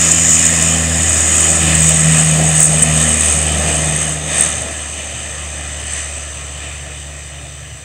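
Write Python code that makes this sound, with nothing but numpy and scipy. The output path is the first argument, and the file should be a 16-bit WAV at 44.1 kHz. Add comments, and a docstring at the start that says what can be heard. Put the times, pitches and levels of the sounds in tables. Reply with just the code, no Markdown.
"""Twin turboprop take-off roll.

Heard from the fence, it passes at full power and recedes down the runway. The propellers drone on a
sinking pitch over the roar of exhaust and slipstream; a compressor whines. A higher turbine tone,
scattered by the blade wakes into a shrill chopped hiss, flares in the moving air and overloads the mic."""
import sys
import numpy as np
from scipy import signal
from scipy.fft import rfft, irfft, next_fast_len
from scipy.io import wavfile
from scipy.ndimage import uniform_filter1d, map_coordinates

SR = 44100
rng = np.random.default_rng(int(sys.argv[2]) if len(sys.argv) > 2 else 0)


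def dump_mix(stems):
    """Bounce the given channels to the path in sys.argv[1] as a 16-bit WAV at rate SR."""
    frames = np.atleast_2d(stems).T  # one column per channel
    limited = np.clip(frames, -1, 1)  # hard clip at full scale
    pcm = np.round(limited * 32767).astype(np.int16)
    wavfile.write(sys.argv[1], SR, pcm)


N = 345744

# Fade with distance, scaled per source: time_s, level_db
DISTANCE_FADE = [(0, -0.5), (3.2, 0), (4.1, -3.5), (4.85, -9), (6.2, -11.5), (7.84, -18.5)]
# Moving air focuses or thins the sound, scaled per source: centre_s, half_width_s, turbine_db, roar_db
AIR_SWELLS = [(0.08, .06, 0, 2.5), (0.324, 0.052, 4.5, 1), (0.448, 0.055, -0.5, 2), (0.894, 0.11, -6, -1.5),
              (1.427, 0.12, 3.5, 1), (1.696, .1, -2.5, 3), (1.89, 0.082, 4.5, 1), (2.165, 0.072, 1.5, 2.5),
              (2.42, .08, -2, 0), (2.63, 0.044, 9.5, 2), (2.744, 0.034, 0.5, 0), (3.006, 0.037, 1, 3),
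              (3.288, 0.076, 2, 1.3), (3.537, 0.11, -3.5, 0), (3.7, 0.076, 0.5, 2), (4.001, .05, 3, 0.5),
              (4.23, .08, -5.5, -4.5), (4.412, 0.14, 8.5, 5.5), (5.97, 0.062, 5, 3), (6.0, 0.24, 1.5, 1.9),
              (6.676, .18, -2, 2)]
# Doppler-shifted blade-passing rate: time_s, rate_hz
BLADE_RATE = [(0, 82.3), (1, 80.8), (2, 79.2), (3, 77.7), (3.8, 76.5), (4.5, 75.9), (5.4, 74.2),
              (6.2, 73.3), (7.84, 72.5)]
# Order 1, propellers drifting in and out of step: time_s, level_db
PROP_ORDER_1 = [(0.0, -27), (0.44, -26.5), (0.96, -19.5), (1.53, -24), (1.68, -19.5), (2.31, -28),
                (2.42, -24), (2.64, -28), (2.9, -23), (3.62, -20), (4.08, -29.5), (5.26, -33),
                (5.46, -28.5), (7.1, -32.5), (7.8, -37.5), (7.84, -39)]
# Order 2, likewise: time_s, level_db
PROP_ORDER_2 = [(0.0, -23), (0.39, -25), (0.61, -22), (0.98, -23.5), (1.14, -38.5), (1.7, -18), (1.94, -17),
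                (2.07, -13), (2.99, -19), (3.32, -33.5), (3.36, -25), (3.97, -22), (4.98, -48.5),
                (5.72, -39), (5.81, -48.5), (6.97, -38.5), (7.73, -40), (7.84, -49)]
# Upper orders, beamed sideways: time_s, order3_db, order4_db
PROP_ORDERS_3_4 = [(0, -30.5, -35.5), (.85, -28, -46), (1.22, -34.5, -36.5), (1.75, -33, -31.5),
                   (1.97, -38, -52), (2.16, -26.5, -44), (2.57, -45, -56), (2.86, -26.5, -52),
                   (3.13, -26, -54), (3.42, -40, -55), (4.2, -47.5, -54), (7.84, -73, -61)]
# Wake rumble: freq_hz, density_db
WAKE_SPECTRUM = [(20, -43), (55, -19), (88, 2.5), (115, 8.5), (135, 3.5), (165, -9.5), (300, -60),
                 (1000, -70)]
# Contour driving slipstream and wash: time_s, level_db
SLIPSTREAM_CONTOUR = [(0.0, -31), (0.5, -31), (0.52, -27.5), (1.14, -30), (1.7, -27), (2.23, -28),
                      (2.42, -24), (2.53, -29), (3.6, -26), (4.17, -31), (4.41, -30), (4.87, -35.5),
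                      (6.2, -38.5), (6.24, -39.5), (7.82, -44), (7.84, -46)]
# Slipstream: freq_hz, density_db
SLIPSTREAM_SPECTRUM = [(150, -17), (290, -0.5), (410, -5.5), (500, -0.5), (640, 2.5), (760, -0.5),
                       (920, -12.5), (1500, -25), (4000, -77)]
# Propeller wash: freq_hz, density_db
WASH_SPECTRUM = [(60, -46), (140, -4.5), (200, -1.5), (250, -11), (400, -35), (1000, -72)]
# Humps of the exhaust roar: centre_hz, nominal_width_hz, relative_db
EXHAUST_HUMPS = [(1125, 290, -7), (1293, 184, -4.5), (1758, 183, -0.5), (1947, 246, 0.5), (2493, 237, 1.5),
                 (2980, 275, 1), (3603, 274, -4)]
# Air over the blades: freq_hz, density_db
RUSH_SPECTRUM = [(800, -18), (3000, -5.5), (3950, -5), (4220, 1.5), (4480, -4.5), (4640, 0), (5100, -1.5),
                 (5420, -5.5), (5700, 0.5), (6000, -5.5), (8000, 13.5), (9500, 0), (10500, -12.5),
                 (11700, -17), (14000, -18.5), (16000, -23)]
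# Turbine tone centre: time_s, pitch_hz
TURBINE_PITCH = [(0, 7550), (1.3, 7960), (2, 8066), (3.2, 8364), (4.9, 8320), (7.84, 8050)]
# Brief flares of the hiss: centre_s, lift_db, half_width_s
HISS_FLARES = [(0.118, 15, 0.0045), (.463, 10, 0.011), (1.095, 6, 0.0086), (1.751, 13.5, 0.0043),
               (1.898, 4, 0.0068), (2.195, 7, 0.02), (2.479, 7, 0.018), (2.56, 5.5, 0.01), (2.631, 5, 0.01),
               (2.657, 8.5, 0.016), (2.83, 12.5, 0.0098), (3.086, 8, 0.0064), (3.138, 7, .012),
               (3.965, 7, .007), (4.405, 7, 0.027), (5.937, 11, 0.0019)]
# Mic treble response, on the hiss only: freq_hz, gain_db
MIC_RESPONSE = [(5000, 7), (8000, 1), (8650, 1.5), (9100, -2), (9600, -12.5), (10500, -10), (16000, -10)]
# Doppler-shifted compressor tone: time_s, pitch_hz
COMPRESSOR_PITCH = [(0, 6940), (1.4, 6830), (3, 6520), (3.6, 6420), (4.4, 6380), (6, 6210), (7.84, 6110)]

TIME_S = np.arange(N) / SR


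def amp(db):
    """Decibels to gain."""
    return 10 ** (np.asarray(db) / 20)


def unit_rms(x):
    """Scale to rms 1."""
    return x / np.sqrt(np.mean(np.abs(x) ** 2) + 1e-20)


def curves(rows):
    """Per-sample curve for each column after time_s."""
    times_s, *columns = np.transpose(rows)
    return [np.interp(TIME_S, times_s, column) for column in columns]


def bumps(rows):
    """Sum of bells in dB; rows: centre_s, half_width_s, lift_db."""
    return sum(db * np.exp(-np.minimum(((TIME_S - s) / half_s) ** 2, 20)) for s, half_s, db in rows)


def wobble(rate_hz):
    """Smooth random curve with knots at rate_hz."""
    knots = rng.standard_normal(int(N * rate_hz / SR) + 4)
    return map_coordinates(knots, [TIME_S * rate_hz])


def phase_rad(hz):
    """Running phase of a changing frequency."""
    return 2 * np.pi * np.cumsum(hz) / SR


def filtered(x, response):
    """Apply a frequency response."""
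    size = next_fast_len(N + SR // 4)
    return irfft(rfft(x, size) * response(np.fft.rfftfreq(size, 1 / SR)), size)[..., :N]


def noise(response):
    """Coloured noise, rms 1."""
    return unit_rms(filtered(rng.standard_normal(N), response))


def shape(points):
    """Response through freq_hz, gain_db points on a log axis."""
    freq_hz, gain_db = np.transpose(points)
    return lambda hz: amp(np.interp(np.log(hz + 1), np.log(freq_hz), gain_db))


def scattered(phase, width_hz):
    """Tone smeared by turbulence into a bell-shaped band, rms 1."""
    bell = lambda hz: np.exp(-(hz / width_hz / 2) ** 2)
    return noise(bell) * np.cos(phase) + noise(bell) * np.sin(phase)


def aft(abreast_s=1.0, to_45_deg_s=1.85):
    """Aspect: negative from ahead, 0 side-on, 1 from straight behind."""
    past = (TIME_S - abreast_s) / to_45_deg_s
    return past / np.hypot(1, past)


def passing_db(base_db, fade, aft_db):
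    """Base level plus scaled distance fade plus gain toward the tail."""
    return base_db + fade * curves(DISTANCE_FADE)[0] + aft_db * aft()


def propellers(blade_rad, waver_db=0.46, wander_rad=0.065):
    """Five blade-passing orders; higher ones waver more through the air."""
    orders_db = curves(PROP_ORDER_1) + curves(PROP_ORDER_2) + curves(PROP_ORDERS_3_4)
    orders_db.append(orders_db[-1] - 8)
    drone = np.zeros(N)
    for order, db in enumerate(orders_db, 1):
        phase = order * (blade_rad + wander_rad * wobble(14)) + rng.uniform(0, 2 * np.pi)
        drone += np.sqrt(2) * amp(db + order * waver_db * wobble(12)) * np.sin(phase)
    return amp(-0.08) * drone


def wake():
    """Low, slowly wavering rumble of the wake."""
    level_db = passing_db(-36.0, fade=0.39, aft_db=0.2) + 2.4 * wobble(3.9)
    return amp(level_db) * noise(shape(WAKE_SPECTRUM))


def slipstream(swell_db):
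    """Air thrown back by the propellers; its deeper wash rises and falls more steeply."""
    drive_db = curves(SLIPSTREAM_CONTOUR)[0] + 0.23 * swell_db
    stream = amp(drive_db + 0.66 + 1.3 * wobble(9)) * noise(shape(SLIPSTREAM_SPECTRUM))
    wash = amp(1.45 * drive_db + 8.5) * noise(shape(WASH_SPECTRUM))
    return stream + wash


def exhaust(swell_db, flutter_db=1.52):
    """Exhaust roar; each hump flutters separately in the moving air."""
    humps = np.zeros(N)
    for centre_hz, width_hz, db in EXHAUST_HUMPS:
        band = noise(lambda hz: 1 / (1 + ((hz - centre_hz) * 1.35 / width_hz) ** 2))
        humps += amp(db + flutter_db * wobble(11)) * np.sqrt(width_hz) * band
    level_db = passing_db(-22.5, fade=0.87, aft_db=-0.75) + swell_db
    return amp(level_db + 0.29 * wobble(14)) * unit_rms(humps)


def blade_rush(swell_db):
    """Bright rush of air over the blades."""
    level_db = passing_db(-22.5, fade=0.85, aft_db=-0.5) + 1.17 * swell_db
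    return amp(level_db + 0.41 * wobble(11)) * noise(shape(RUSH_SPECTRUM))


def turbine(blade_rad, swell_db, flicker_db=1.0, skirt_db=-10.0, narrow_hz=160, wide_hz=620):
    """Each blade wake sweeps the turbine tone upward and lets out a burst of it."""
    level_db = passing_db(-17.5, fade=1.56, aft_db=-0.3) + swell_db + 0.9 * wobble(16)
    centre_hz, = curves(TURBINE_PITCH)
    focus_db = np.maximum(swell_db, 0)  # swells: deeper chop, wider sweep, purer tone
    chop_db = 4 + 0.38 * focus_db
    sweep_scale_hz = 307 + 24.6 * focus_db
    scatter_hz = 580 - 184 * aft() - 10 * focus_db
    wake_rad = blade_rad + 0.12 * wobble(40)
    sweep = np.sin(wake_rad) - 0.42 * np.sin(2 * wake_rad)  # slow rise, quick fall
    phase = phase_rad(centre_hz + sweep_scale_hz * sweep + 110 * wobble(90))
    wide_share = np.clip((scatter_hz ** 2 - narrow_hz ** 2) / (wide_hz ** 2 - narrow_hz ** 2), 0, 1)
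    tone = np.sqrt(1 - wide_share) * scattered(phase, narrow_hz)
    tone += np.sqrt(wide_share) * scattered(phase, wide_hz)
    skirt = amp(skirt_db) * scattered(phase_rad(centre_hz - 700), 810)  # strongly scattered part
    bursts = amp(chop_db * np.sin(wake_rad) + 1.2 * wobble(190))
    bursts /= np.sqrt(uniform_filter1d(bursts ** 2, size=2300))  # wakes bunch power, add none
    flare_db = bumps((s, half_s, db) for s, db, half_s in HISS_FLARES)
    hiss = amp(level_db + flicker_db * wobble(70)) * (amp(flare_db) * bursts * tone + skirt)
    return filtered(hiss, shape(MIC_RESPONSE))


def compressor(swell_db, line_hz=59.0, halo_hz=313):
    """Forward-beamed whistle with a scattered halo and a faint octave."""
    pitch_hz, = curves(COMPRESSOR_PITCH)
    level_db = passing_db(-18.5, fade=1.05, aft_db=-8.0) + 0.82 * swell_db
    line_share = np.clip(0.48 - 0.018 * curves(DISTANCE_FADE)[0], 0, 1)  # purer from far behind
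    phase = phase_rad(pitch_hz)
    whistle = np.sqrt(line_share) * scattered(phase, line_hz)
    halo = np.sqrt(1 - line_share) * scattered(phase_rad(pitch_hz * 1.01), halo_hz)
    octave = amp(passing_db(-28, fade=0.25, aft_db=7)) * scattered(2 * phase, 420)
    return amp(level_db + 0.78 * wobble(25)) * (whistle + halo + octave)


def intake_whistle(start_hz=5160, sag_hz_per_s=32, line_hz=89):
    """Lower whistle; fades as the intakes turn away."""
    pitch_hz = start_hz - sag_hz_per_s * TIME_S
    level_db = passing_db(-36.5, fade=1.54, aft_db=-6.5) + 1.5 * wobble(18)
    return amp(level_db) * scattered(phase_rad(pitch_hz), line_hz)


def through_air(x, corner_hz=8970):
    """Treble shelf that sinks with distance."""
    low = filtered(x, lambda hz: 1 / (1 + (hz / corner_hz) ** 40))
    return low + amp(passing_db(1.7, fade=0.49, aft_db=-3.3)) * (x - low)


def gain_control(x, ceiling_db, response_s):
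    """Gain drops as recent power nears and passes the ceiling."""
    pole = np.exp(-1 / (response_s * SR))
    power_ratio = signal.lfilter([1 - pole], [1, -pole], x ** 2) / amp(ceiling_db) ** 2
    return x / (1 + power_ratio ** 4) ** (1 / 8)


def overload(x, limit=0.96, knee=14):
    """Peaks round off near full scale."""
    return x / (1 + np.abs(x / limit) ** knee) ** (1 / knee)


def scene():
    """Both engines as one mono source, over faint even hiss."""
    blade_rad = phase_rad(curves(BLADE_RATE)[0])
    shrill_db = bumps((s, half_s, db) for s, half_s, db, _ in AIR_SWELLS)
    roar_db = bumps((s, half_s, db) for s, half_s, _, db in AIR_SWELLS)
    throb = 1 + 0.1 * np.sin(blade_rad)
    drone = propellers(blade_rad)
    roar = wake() + slipstream(roar_db) + throb * (exhaust(roar_db) + blade_rush(roar_db))
    hiss = turbine(blade_rad, shrill_db)
    whine = compressor(shrill_db) + intake_whistle()
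    aircraft = through_air(drone + roar + hiss + whine)
    floor = amp(-55.5) * rng.standard_normal(N)
    return (aircraft + floor)[None]


def record(dry):
    """Duck under the loudest flares, soft-clip, band-limit."""
    ducked = gain_control(dry, ceiling_db=-7.5, response_s=0.02)
    return filtered(overload(ducked), lambda hz: hz < 15750)


dry = scene()
out = record(dry)
dump_mix(out)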